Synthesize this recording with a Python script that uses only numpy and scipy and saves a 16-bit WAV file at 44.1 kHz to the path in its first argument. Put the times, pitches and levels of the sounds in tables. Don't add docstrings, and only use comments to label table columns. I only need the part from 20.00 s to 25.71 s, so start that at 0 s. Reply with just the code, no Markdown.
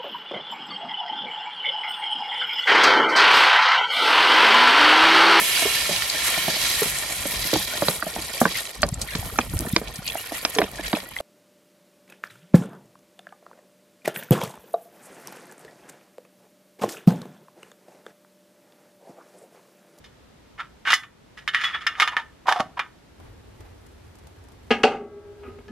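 import sys
import numpy as np
from scipy import signal
from scipy.fft import rfft, irfft
from scipy.io import wavfile
from scipy.ndimage import uniform_filter1d, minimum_filter1d

SR = 44100
rng = np.random.default_rng(int(sys.argv[2]) if len(sys.argv) > 2 else 0)


def store_wav(level_fs):
    pcm = np.round(np.clip(np.atleast_2d(level_fs), -1, 1) * 32767)
    wavfile.write(sys.argv[1], SR, pcm.T.astype(np.int16))


N = 251811

SLAM_S = 4.839


def tin():
    # (time [s], level [dB], rattle t60 [s], grip [dB], brightness [dB],
    # favoured ring [Hz])
    tin_knocks = [ (0.042, -46, 0.11, -5, 11.5, 3650), (0.8516, -28, 0.07, 1, -7, 1540),
                  (0.873, -17.5, 0.13, 3.5, -4.5, 1540), (0.904, -14.5, 0.12, 0, 5, 1380),
                  (0.920, -17.5, 0.18, -11, 10.5, 2830), (0.931, -6.5, 0.021, 5, -3, 1990),
                  (0.9359, -11.5, 0.065, -8, 16, 1800), (1.034, -33.5, .05, -4.5, -8, 1180),
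                  (1.477, -19, 0.066, -5.5, -1, 3040), (1.5462, -13.5, 0.079, -8, -4.5, 1924),
                  (1.611, -25, 0.19, -1.5, 2, 2120), (1.6377, -17.5, 0.14, -4.5, 1, 1953),
                  (1.746, -22.5, 0.084, 4, -8.5, 1776), (1.8666, -14.5, 0.07, -5, 0.5, 1800),
                  (1.953, -35.5, 0.024, -11.5, -17, 1250), (1.999, -12.5, 0.096, 4, 4.5, 2163),
                  (2.0209, -12.5, 0.069, 2.5, 1, 1230), (2.076, -19.5, 0.047, 0.5, 0.5, 982),
                  (2.118, -28.5, 0.16, 11.5, -6, 986), (2.1668, -16.5, 0.083, 7.5, -4.5, 1788),
                  (2.457, -31.5, 0.11, 29, -21.5, 960), (2.4828, -12.5, 0.011, 29.5, -1.5, 1010),
                  (2.489, -18, 0.015, 17, 2.5, 1557), (2.510, -21, 0.048, 32, 4, 880),
                  (2.5236, -17, 0.031, 13.5, 6, 1736), (2.560, -21.5, .08, 25.5, -0.5, 726),
                  (2.598, -20.5, 0.039, 29.5, 1, 632), (2.604, -23.5, 0.019, 10.5, 7, 1146),
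                  (2.793, -20, 0.058, 11.5, -1, 2380)]
    # (time [s], level [dB], rise [s], fade t60 [s], grip [dB],
    # brightness [dB], favoured ring [Hz])
    tin_slides = [ (0.576, -30, 0.026, 0.14, 9, -4, 1360), (0.850, -21, 0.042, 0.19, 0.5, 1, 2820),
                  (1.370, -36, 0.0096, 0.15, 1, 4, 1900), (1.528, -28, 0.018, 1, -8.5, -4, 1300),
                  (1.640, -30, 0.045, 0.3, -1, -5, 1860), (1.729, -30, 0.0064, 0.17, -9.5, -22, 1300),
                  (1.798, -36, 0.023, 0.1, -1.5, 0.5, 1200), (1.875, -39, .01, 0.9, 1, -5.5, 1200),
                  (1.960, -29, 0.075, 0.29, 15.5, 8, 1194), (2.172, -33.5, 0.027, 0.14, 7.5, -2, 930),
                  (2.464, -20.5, 0.029, 0.3, 17.5, 7, 746), (2.582, -19, 0.023, 0.067, 29.5, 8.5, 630),
                  (2.767, -29.5, 0.011, 0.086, 16, -4.5, 1000), (2.795, -30.5, 0.011, 0.16, 6, -10, 1260)]
    # (frequency [Hz], gain [dB])
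    tin_body = [(80, -41.5), (300, -18.5), (550, -20), (800, -13), (1250, -3.5), (1900, 0), (2600, -7.5),
                (3300, -5.5), (4000, -14.5), (5200, -18.5), (7000, -29.5), (10000, -32.5), (15000, -44.5)]
    # (frequency [Hz], width [Hz], lift [dB])
    tin_modes = [(763, 13, 6.5), (930, 22, 6.5), (1138, 31, 8.5), (1239, 27, 8.5), (1353, 16, 10.5),
                 (1540, 10, 6.5), (1718, 18, 10), (1805, 18, 9), (1940, 16, 6), (2157, 16, 9.5),
                 (2366, 43, 5), (2455, 18, 10.5), (2805, 14, 11), (3000, 24, 9.5), (3080, 22, 5.5),
                 (3433, 10, 9.5), (3670, 47, 10.5), (4245, 30, 6.5), (5000, 45, 6), (5230, 110, 7.2),
                 (6050, 40, 7), (6360, 68, 9), (6810, 50, 13)]
    # (time [s], level [dB], rise [s],
    # fade t60 [s], pitch [Hz])
    rim_squeaks = [(1.636, -22, 0.018, 0.11, 3385), (1.728, -29.5, 0.022, 0.083, 3370),
                   (1.809, -45, 0.0074, 0.086, 3400), (1.867, -22, 0.0023, .04, 5240)]
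    knock_ring_db, slide_ring_db = 15, 14

    out = np.zeros((2, N))
    for s, db, t60, *contact in tin_knocks:
        knock = (s, db, t60, *gripped(*contact, knock_ring_db))
        add(out, *strike(knock, tin_body, tin_modes, crack=0.13, push=.6))
    for s, db, rise, t60, *contact in tin_slides:
        tone = gripped(*contact, slide_ring_db)
        add(out, *rub((s, db, rise, t60), tone, tin_body, tin_modes, slips_per_s=5000, clump_db=1.86))
    for squeak in rim_squeaks:
        add(out, *sing(*squeak))
    add(out, *sing(s=2.6005, db=-22.5, rise=0.0027, t60=0.02, hz=223.2))
    add(out, .0056, amp(-25.5) * out)
    return out + amp(-16.0) * room(out, t60_scale=2.1)


def door():
    # (time [s], level [dB], rattle t60 [s], thud [dB],
    # hollow [dB], brightness [dB], favoured ring [Hz], its lift, sign ignored [dB])
    door_blows = [ (4.706, -16, 0.16, -7, -10, 3.5, 4000, -1), (4.71, -12.5, 0.084, 2, -6, 3, 447, 12),
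                  (4.8337, -20.5, 0.05, -7, 2, 20, 2000, -1),
                  (4.8368, -5.5, 0.035, -25, -4, 3.5, 2810, 9.5), (4.839, 0, 0.091, 7.5, 6, 12.5, 447, 4),
                  (4.867, -12, 0.26, 1, -0.5, 5, 2900, 0), (5.434, -48, 0.081, -10, -8, -11, 1240, 15),
                  (5.479, -35.5, 0.12, 22, -4, -33, 394, 27), (5.586, -42.5, 0.029, 12, -1, -11, 2190, 17),
                  (5.682, -44.5, 0.062, 8, -6, 17, 1730, 29), (5.697, -33.5, 0.13, 19, -11, -0.5, 204, 30)]
    # (frequency [Hz], gain [dB])
    door_body = [(60, -18.5), (150, -16), (230, -2.5), (320, -7), (450, 3), (650, -2), (820, 5.5),
                 (1050, -9), (1400, -3), (1830, -10.5), (2750, -5.5), (3600, -18.5), (4700, -24.5),
                 (9000, -44.5), (13000, -66)]
    # (frequency [Hz], width [Hz], lift [dB])
    door_modes = [(228, 22, 11.5), (444, 36, 13), (574, 18, 6.5), (764, 44, 8.5), (834, 30, 2.5),
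                  (1013, 14, 3.6), (1227, 59, 10.5), (1530, 11, 2.5), (1643, 40, 8.5), (2002, 27, 10),
                  (2174, 36, 6), (2510, 59, 4.5), (2563, 32, 7.5), (2870, 36, 7), (3094, 26, 8.5),
                  (3250, 30, 6.5), (4013, 8.4, 8), (4220, 32, 7), (4580, 140, 5)]
    # (time [s], level [dB], rise [s], fade t60 [s])
    latch_rubs = [(5.428, -41.5, 0.008, 0.087), (5.447, -40.5, 0.0047, 0.29), (5.678, -51, 0.0096, 0.26)]
    # (thud [dB], hollow [dB], brightness [dB], favoured ring [Hz], its lift [dB])
    latch_tone = (8.5, -8, -23, 1253, 25)

    out = np.zeros((2, N))
    for blow in door_blows:
        add(out, *strike(blow, door_body, door_modes, crack=0.12, push=0.65))
    for stroke in latch_rubs:
        add(out, *rub(stroke, latch_tone, door_body, door_modes, slips_per_s=2000, clump_db=1.5))
    out += amp(-7.5) * room(out, t60_scale=2.36)
    add(out, SLAM_S, stove_hum())
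    return out


def stove_hum():
    # (frequency [Hz], level [dB], t60 [s])
    stove_ring = [(345, -39.5, 1.7), (401.7, -31.5, 2.1), (409.3, -29.5, 2.25), (425.3, -37, 1.9),
                  (480, -46, 1.1), (570, -46.5, 2.2), (626, -46.5, 1.8), (645, -46.5, 1.6),
                  (824, -49.5, 2.6), (1135, -40, 1.02), (1290, -47.5, 1.6), (1357, -48.5, 1.5),
                  (1610, -55.5, 2.9), (2030, -47, 0.99)]
    t = np.arange(N) / SR
    hum = np.zeros(N)
    for k, (hz, db, t60) in enumerate(stove_ring):
        direction = (-1) ** k
        hum += direction * amp(db - 60 * t / t60) * np.sin(2 * np.pi * hz * t)
    return hum


def fire():
    # (time [s], level [dB], brightness [dB])
    snaps = [(3.2007, -53, -10), (3.6064, -52, -5), (3.8654, -59, 9), (4.1537, -58.5, 5), (4.187, -58, 0),
             (4.2707, -52.5, -2), (4.44, -64, 7), (4.4854, -57, -3), (4.52, -57.5, -3)]
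    # (frequency [Hz], gain [dB])
    snap_body = [(150, -28.5), (800, -3.5), (2000, -19.5), (5000, -16.5), (11000, -18.5), (15000, -26.5)]
    crackles_per_s, crackle_db, crackle_spread_db = 440, -68.5, 3
    snap_t60_s = 0.036

    happens = rng.random(N) < crackles_per_s / SR
    strength = amp(crackle_spread_db * np.minimum(rng.exponential(1, N), 4))
    pops = rng.standard_normal((2, N)) * happens * strength
    colour = response(read(snap_body, bins(size=1024)))
    crackle = signal.fftconvolve(pops, colour[None], axes=1)[:, :N]
    door_open = np.arange(N) / SR < SLAM_S
    out = amp(crackle_db) * near_stove() * door_open * evened(crackle + room(crackle, t60_scale=.3))

    for s, db, bright_db in snaps:
        snap = (s, db, snap_t60_s, 0, 0, bright_db, 1200, 3)
        add(out, *strike(snap, snap_body, [], crack=0.59))
    return out


def handling():
    # (frequency [Hz], relative density [dB per Hz])
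    rumble_spectrum = [(15, -55), (25, -12), (96, 3), (193, -25), (227, -15), (389, -14.5), (614, -25),
                       (848, -22), (1170, -27.5), (1850, -29), (2010, -30), (7910, -52), (11500, -45),
                       (15500, -58)]
    # (time [s], lift [dB])
    rumble_swells = [(3.25, 8), (3.66, 7.5), (3.88, 1.5), (4.28, 1), (4.6, 0.5), (5.48, 5)]
    rumble_db, flutter_db = -52.5, 1.1
    swell_s = 0.067

    t = np.arange(N) / SR
    flutter_hz = np.geomspace(4, 25, 20)
    flutter = evened(sum(np.sin(2 * np.pi * (f * t + rng.random())) for f in flutter_hz))
    swells = sum(db * np.exp(-((t - s) / swell_s) ** 2) for s, db in rumble_swells)
    return near_stove() * noise(rumble_spectrum) * amp(rumble_db + swells + flutter_db * flutter)


def near_stove():
    near_s, approach_s = 3.12, 0.094
    return np.clip((np.arange(N) / SR - near_s) / approach_s, 0, 1)


def background():
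    # (frequency [Hz], relative density [dB per Hz]), rms [dB]
    room_tone, room_tone_db = [(12, -46.5), (20, -19), (59, -4), (298, -12.5), (324, -14), (427, -14.5),
                               (465, -15), (811, -20.5), (932, -18.5), (1040, -21.5), (1770, -24),
                               (2610, -27), (3640, -28.5), (12000, -42.5), (15000, -70)], -54.5
    high_hz, high_db = 13010, -81
    wander = 1.5 * noise([(0, -3), (15, 2.5), (60, -38.0), (300, -120)])
    high_tone = np.sin(2 * np.pi * high_hz * np.arange(N) / SR + wander)
    return amp(room_tone_db) * noise(room_tone) + amp(high_db) * high_tone


def gripped(grip_db, bright_db, ring_hz, ring_db):
    loose_thud_db, thud_per_grip = -4, 0.52
    return loose_thud_db + thud_per_grip * grip_db, grip_db, bright_db, ring_hz, ring_db


def strike(row, body, modes, crack, push=0):
    s, db, t60, *tone = row
    size = amp(db) * np.sqrt(.01 * SR)
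    contact = rattle(t60, crack, push)
    return s, size * signal.fftconvolve(contact, plate(body, modes, *tone)[None], axes=1)


def rattle(t60, crack, push, chatter_db=3, push_s=0.00039, size=16384):
    t = np.arange(size) / SR
    bounces = evened(uniform_filter1d(rng.standard_normal(size), size=80))
    fade = amp(chatter_db * bounces - 60 * t / t60)
    x = rng.standard_normal((2, size)) * fade / np.linalg.norm(fade)
    x[0, 0] += crack
    x[0] += push * np.exp(-t / push_s) / (push_s * SR)
    z = rfft(x)
    z /= np.sqrt(uniform_filter1d(abs(z) ** 2, size=90, axis=1))
    return irfft(z)[:, :size // 2]


def rub(stroke, tone, body, modes, slips_per_s, clump_db, size=32768):
    s, db, rise, t60 = stroke
    pressure = amp(db) * swell(np.arange(size) / SR, rise, t60)
    clumps = amp(clump_db * evened(uniform_filter1d(rng.standard_normal(size), size=250)))
    happens = rng.random(size) < slips_per_s / SR
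    slips = evened(clumps * rng.standard_normal((2, size)) * happens)
    return s, signal.fftconvolve(slips * pressure, plate(body, modes, *tone)[None], axes=1)


def sing(s, db, rise, t60, hz, size=16384):
    wobble_hz = 12 * evened(uniform_filter1d(rng.standard_normal((2, size)), size=200))
    phase = 2 * np.pi * np.cumsum(hz + wobble_hz, axis=1) / SR
    level = amp(db) * swell(np.arange(size) / SR, rise, t60)
    return s, level * np.sqrt(2) * np.sin(phase)


def swell(t, rise, t60):
    return np.clip(t / rise, 0, 1) * amp(-60 * np.maximum(t - rise, 0) / t60)


def plate(body, modes, thud_db, hollow_db, bright_db, ring_hz, ring_db):
    hz = bins(size=16384)
    damping = 1 + 0.028 * max(hollow_db, 0)
    damped = [(f, width * damping, db / damping) for f, width, db in modes]
    favoured = (ring_hz, damping * (14 + 130 / amp(abs(ring_db))), ring_db)
    contact = touch(hz, thud_db, hollow_db, bright_db)
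    return response(read(body, hz) + lift([*damped, favoured], hz) + contact)


def touch(hz, thud_db, hollow_db, bright_db):
    return read([(300, thud_db), (780, hollow_db), (1750, 0), (2400, 0), (5500, bright_db)], hz)


def lift(modes, hz):
    power = 1
    for f, width, db in modes:
        power = power + (amp(abs(db)) ** 2 - 1) / (1 + (2 * (hz - f) / width) ** 2)
    return 10 * np.log10(power)


def response(db):
    log_gain = np.log(amp(np.r_[db, db[-2:0:-1]]))
    taps = np.fft.ifft(np.exp(np.conj(signal.hilbert(log_gain)))).real[:len(db)]
    return taps / np.linalg.norm(taps)


def room(x, t60_scale):
    # (frequency [Hz], t60 [s])
    room_t60 = [(150, 0.3), (500, 0.15), (1500, 0.14), (4000, 0.078), (12000, 0.15)]
    size = SR // 2
    taps = rng.standard_normal((2, size)) * (rng.random((2, size)) < .1)
    hz, t, z = signal.stft(taps, SR, nperseg=256)
    t60 = t60_scale * read(room_t60, hz)[:, None]
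    tail = signal.istft(z * amp(-60 * t / t60), SR)[1]
    tail *= np.clip(np.arange(tail.shape[1]) / SR / 0.0047, 0, 1) ** 2
    return signal.fftconvolve(x, tail / np.linalg.norm(tail[0]), axes=1)[:, :N]


def noise(spectrum):
    return evened(irfft(rfft(rng.standard_normal((2, N))) * amp(read(spectrum, bins(N))), N))


def amp(db):
    return 10 ** (np.asarray(db) / 20)


def evened(x):
    return x / np.sqrt(np.mean(x ** 2) + 1e-20)


def read(points, hz):
    f, value = np.transpose(points)
    return np.interp(np.log(hz + 1), np.log(f + 1), value)


def bins(size):
    return np.fft.rfftfreq(size, 1 / SR)


def add(mix, s, sound):
    part = mix[:, round(s * SR):][:, :sound.shape[-1]]
    part += sound[..., :part.shape[1]]


def microphones(pair, width, alike, pan_db):
    mid, other = rfft(pair)
    alike = np.clip(alike, 0, 1)
    side = amp(read(width, bins(N))) * (-1j * alike * mid + np.sqrt(1 - alike ** 2) * other)
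    return irfft(np.array([mid + side, mid - side]), N) * amp([[pan_db / 2], [-pan_db / 2]])


def scene():
    # (frequency [Hz], level [dB])
    near_width = [(60, -33), (500, -28.5), (1000, -23.5), (2000, -13.5), (4000, -9), (8000, -1.5),
                  (13000, 6.5)]
    diffuse_width = [(30, -24.5), (110, -16.5), (200, 0.5), (500, 0), (2000, -3), (13000, 1.5)]
    diffuse = fire() + handling() + background()
    return (microphones(tin(), near_width, alike=.4, pan_db=-1.04)
            + microphones(door(), near_width, alike=0.13, pan_db=0.36)
            + microphones(diffuse, diffuse_width, alike=0, pan_db=0))


def record(dry):
    ceiling_db, recover_db_per_s, edge_hz = -9, 14, 15000
    power_db = 10 * np.log10(abs(uniform_filter1d((dry ** 2).mean(0), size=180)) + 1e-12)
    recovery = recover_db_per_s * np.arange(N) / SR
    held_db = np.maximum.accumulate(power_db + recovery) - recovery
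    over_db = np.maximum(held_db - ceiling_db, 0)
    ducked = dry * amp(-uniform_filter1d(over_db, size=60))

    lowpass = signal.firwin(511, edge_hz, window=("kaiser", 9), fs=SR)[None]
    peak = abs(signal.oaconvolve(ducked, lowpass, "same")).max(0)
    limit = minimum_filter1d(1 / np.maximum(peak / .97, 1), size=181)
    gain = uniform_filter1d(limit, size=181)
    return signal.oaconvolve(ducked * gain, lowpass, "same")


dry = scene()
out = record(dry)
store_wav(out)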